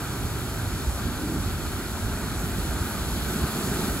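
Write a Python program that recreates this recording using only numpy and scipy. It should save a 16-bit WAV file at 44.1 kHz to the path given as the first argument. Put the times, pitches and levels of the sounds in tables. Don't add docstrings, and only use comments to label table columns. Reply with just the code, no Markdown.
import sys
import numpy as np
from scipy import signal
from scipy.fft import rfft, irfft
from scipy.io import wavfile
from scipy.ndimage import uniform_filter1d, map_coordinates

SR = 44100
rng = np.random.default_rng(int(sys.argv[2]) if len(sys.argv) > 2 else 0)


def unload_wav(signal):
    wavfile.write(
        sys.argv[1],
        SR,
        np.round(np.clip(np.atleast_2d(signal).T, -1, 1) * 32767).astype(np.int16),
    )


N = 176400


def undb(db):
    return 10 ** (np.asarray(db) / 20)


def unit(x):
    return x / np.sqrt(np.mean(x ** 2))


def curve(table, column=1):
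    rows = np.array(table)
    return np.interp(np.arange(N) / SR, rows[:, 0], rows[:, column])


def per_bin(table):
    rows = np.array(table)
    bin_hz = np.arange(N // 2 + 1) * SR / N
    return np.interp(np.log(bin_hz + 1e-6), np.log(rows[:, 0]), rows[:, 1])


def colour(x, spectrum):
    return unit(irfft(rfft(x) * undb(per_bin(spectrum)), N))


def wander(per_s):
    hold = max(int(SR / per_s), 2)
    steps = np.repeat(rng.standard_normal(N // hold + 2), hold)
    return unit(uniform_filter1d(uniform_filter1d(steps, hold), hold)[:N])


def mic_pair(three, likeness):
    return np.sqrt(likeness) * three[0] + np.sqrt(1 - likeness) * three[1:]


def pan(left_minus_right_db):
    return undb(np.array([[1], [-1]]) * left_minus_right_db / 2)


def seethe(flicker_db, bands=9):
    spectra, out = rfft(rng.standard_normal((3, N))), 0
    bin_hz = np.arange(N // 2 + 1) * SR / N
    octave = np.clip(np.log2(bin_hz / 40 + 1), 0, bands - 1).astype(int)
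    for k in range(bands):
        out = out + irfft(spectra * (octave == k), N) * undb(flicker_db * wander(14))
    return unit(out)


def bubbles(per_s, lo_hz, hi_hz, cycles, spread_db, glide):
    out, draws = np.zeros(N + SR), np.random.default_rng(rng.integers(1 << 30))
    for when, pitch, strength, phase in draws.random((int(per_s * N / SR), 4)):
        hz = lo_hz + (hi_hz - lo_hz) * pitch
        length, start = min(int(cycles * SR / hz) + 2, SR), int(when * N)
        life = np.arange(length) / length
        ring = np.sin(2 * np.pi * (cycles * life * (1 + glide * life / 2) + phase))
        envelope = (1 - np.exp(-20 * life)) * 100 ** -life
        gain = undb(-spread_db * np.log(1 - .99 * strength))
        out[start:start + length] += ring * envelope * gain
    return unit(out[:N])


# f/Hz, level/dB
RUMBLE_SPECTRUM = [(15, -50), (25, -21), (38, -4), (52, 2), (75, 1.5), (115, -1.5), (150, -11.5),
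                   (250, -30), (600, -77)]
# t/s, level/dB
RUMBLE_SWELL = [(0, -37), (.3, -33.5), (.8, -33.5), (1.35, -30.5), (1.75, -32.5), (2.3, -32.5), (2.8, -33),
                (3.25, -34.5), (3.6, -36), (4, -32)]


def rumble():
    low = colour(mic_pair(rng.standard_normal((3, N)), likeness=0.9), RUMBLE_SPECTRUM)
    return low * undb(curve(RUMBLE_SWELL) + 0.9 * wander(10)) * pan(-1.0)


# f/Hz, level/dB
ROAR_SPECTRUM = [(100, -11), (500, -4), (660, -1), (900, -1.5), (1090, -4.5), (1230, -0.5), (1400, 0.5),
                 (1570, -1.2), (1730, -8.5), (1980, -12), (2120, -19), (2260, -11.5), (2420, -10),
                 (2650, -19.5), (4000, -21.5), (9000, -70)]
# t/s, relative roar level/dB, relative foam level/dB
INCOMING_WAVE = [(0.0, -40, -43.5), (0.6, -39.5, -43.5), (2.2, -39, -43.5), (2.85, -37.5, -42),
                 (3.07, -38.5, -42), (3.35, -37, -40.5), (3.8, -36.5, -39.5), (4.0, -37, -41)]


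def breakers():
    roar = colour(mic_pair(seethe(flicker_db=0.85), likeness=0.93), ROAR_SPECTRUM)
    gurgle = bubbles(per_s=260, lo_hz=1137, hi_hz=1584, cycles=25, spread_db=2.0, glide=0.032)
    level_db = curve(INCOMING_WAVE) + 0.88 + 0.092 * wander(3.9)
    return (roar + undb(-13) * gurgle) * undb(level_db) * pan(-0.35)


# f/Hz, level/dB
FOAM_SPECTRUM = [(800, -19), (1900, 0.8), (2150, -1), (2800, -3), (3300, 1), (3600, 0.5), (4350, 1),
                 (5000, -2.5), (5600, -2), (6300, -2), (7600, -0.5), (10300, 0.6), (12700, -2),
                 (15700, -8.5)]
# f/Hz, phase/rad
FOAM_PHASE = [(1800, .5), (2700, 1.3), (3250, 2.5), (3900, 2.4), (4350, .6), (5600, 2.2), (6400, 1.7),
              (7000, 0), (9220, -3.14), (11400, -6.28), (13550, -9.42), (15500, -12.5)]
# f/Hz, likeness/0-1
FOAM_LIKENESS = [(2000, .4), (3000, .4), (3500, .72), (4400, .55), (4900, .33), (5700, .63), (6500, .43),
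                 (7100, .86), (9200, .95), (13500, .94), (15500, .84)]
# f/Hz, level/dB
FOAM_BALANCE = [(3200, -0.5), (3950, 5.5), (4500, 1), (5100, -1.3), (6300, -0.5), (7200, -0.5)]
SPRAY_HZ, BRIGHTEN = 8900, 0.53


def foam():
    hiss = seethe(flicker_db=0.68)
    bursts = bubbles(per_s=5000, lo_hz=2080, hi_hz=15500, cycles=4, spread_db=2.0, glide=0.1)
    hiss[0] += undb(-6) * bursts
    spectra = mic_pair(rfft(hiss), per_bin(FOAM_LIKENESS))
    sides = np.array([[1], [-1]]) / 2
    spectra = spectra * np.exp(1j * sides * per_bin(FOAM_PHASE)) * pan(per_bin(FOAM_BALANCE))
    fizz = colour(irfft(spectra, N), FOAM_SPECTRUM)
    spray = signal.sosfiltfilt(signal.butter(2, SPRAY_HZ, "high", fs=SR, output="sos"), fizz)
    level_db = curve(INCOMING_WAVE, column=2)
    spray_gain = undb(BRIGHTEN * (level_db - level_db.mean()) + 0.28 * wander(30.25))
    return (fizz + (spray_gain - 1) * spray) * undb(level_db + 5.5 + 0.096 * wander(11))


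# f/Hz, level/dB
GULLY_SPECTRUM = [(60, -32), (120, -2.5), (160, -0.5), (210, -1.1), (300, -3), (390, -3.5), (450, -9.5),
                  (520, -24.5), (900, -59)]
# t/s, relative level/dB
GULLY_CHURN = [(0.0, -36.5), (0.16, -37), (0.24, -34.5), (0.31, -35.5), (0.68, -36.5), (0.79, -34.5),
               (0.96, -41.5), (1.08, -30.5), (1.14, -39.5), (1.27, -32), (1.37, -30.5), (1.45, -37),
               (1.49, -35), (1.56, -37.5), (1.61, -33), (1.7, -37), (1.77, -33.5), (1.99, -39),
               (2.06, -33.5), (3.05, -35.5), (3.22, -33), (3.29, -31), (3.45, -32), (3.49, -36),
               (3.59, -28), (3.66, -34), (3.68, -29.5), (3.97, -31.5), (4.0, -36)]


def gully():
    churn = mic_pair(seethe(flicker_db=-0.2), likeness=0.96)
    gulps = bubbles(per_s=220, lo_hz=113.6, hi_hz=500, cycles=8.1, spread_db=2.6, glide=0.051)
    gulp_gain = undb(-11.5) / np.sqrt(SR / 800)
    water = colour(churn + gulp_gain * gulps, GULLY_SPECTRUM)
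    return water * undb(curve(GULLY_CHURN) - 0.36) * pan(-1.6)


# t/s, level/dB, f/Hz
HOLLOW_NOTE = [(0.1, -38.5, 130.4), (0.45, -38.5, 118), (0.7, -35.5, 105.1), (0.8, -47, 169),
               (1.27, -37, 300), (1.45, -44, 270), (2.25, -40, 220), (3.15, -41.5, 214.5),
               (3.55, -37.5, 205.5), (3.8, -31.5, 182), (4.0, -35, 190)]
HOLLOW_WIDTH = 0.3


def hollow():
    cycles = np.cumsum(curve(HOLLOW_NOTE, column=2)) / SR
    turbulence = rng.standard_normal((2, N // 100))
    cos_gain, sin_gain = (map_coordinates(row, [cycles * HOLLOW_WIDTH], order=3, mode="mirror")
                          for row in turbulence)
    moan = unit(cos_gain * np.cos(2 * np.pi * cycles) + sin_gain * np.sin(2 * np.pi * cycles))
    return moan * undb(curve(HOLLOW_NOTE)) * pan(-2.1)


# t/s, relative level/dB, f/Hz, length/s
AIR_POCKETS = [(0.233, -23, 76, 0.03), (0.855, -17, 58.6, 0.071), (1.044, -18, 70, 0.04),
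               (1.336, -20, 75.06, 0.08), (1.358, -25, 125, 0.043), (1.473, -22.5, 66.5, 0.03),
               (1.528, -19.5, 75.6, 0.045), (2.009, -20.5, 87, 0.048), (2.068, -22, 56, 0.042),
               (2.425, -22.5, 79.9, 0.031), (2.583, -20, 68.5, 0.03), (2.684, -17.5, 66.5, 0.029),
               (2.807, -20, 78.3, 0.022), (3.1, -21.5, 51.25, 0.056), (3.406, -22, 67.6, 0.055),
               (3.883, -20.5, 62.6, 0.052)]
THUMP_HALF_GLIDE = 0.082


def thumps():
    out = np.zeros(N)
    for (start, db, hz, length), phase in zip(AIR_POCKETS, rng.random(len(AIR_POCKETS))):
        life = np.clip((np.arange(N) / SR - start) / length, 0, 4)
        swell = (2 * life) ** 2 * np.exp(1 - (2 * life) ** 2)
        cycles = hz * length * life * (1 + THUMP_HALF_GLIDE * (life - .5))
        out += undb(db - 2.5) * swell * np.sin(2 * np.pi * (cycles + phase))
    return out * pan(-2.0)


# t/s, level/dB, f/Hz
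WALL_SLAPS = [(0.247, -27, 165), (1.478, -25.5, 218), (2.435, -23.5, 158), (2.582, -24.5, 173),
              (3.436, -22, 145), (3.879, -28, 204.3)]
SLAP_PEAK_S, SPLASH_GAIN = 0.005, 0.35


def slaps():
    out, splash = np.zeros(N), colour(rng.standard_normal(N), GULLY_SPECTRUM)
    for (start, db, hz), phase in zip(WALL_SLAPS, rng.random(len(WALL_SLAPS))):
        age = np.clip(np.arange(N) / SR - start, 0, 20 * SLAP_PEAK_S)
        envelope = age / SLAP_PEAK_S * np.exp(1 - age / SLAP_PEAK_S)
        ring = np.sin(2 * np.pi * (hz * age + phase))
        out += undb(db) * envelope * (ring + SPLASH_GAIN * splash)
    return out * pan(-1.7)


def scene():
    return thumps() + foam() + breakers() + gully() + rumble() + slaps() + hollow()


def record(dry):
    return signal.sosfilt(signal.ellip(12, .1, 90, 15700, fs=SR, output="sos"), dry)


dry = scene()
out = record(dry)
unload_wav(out)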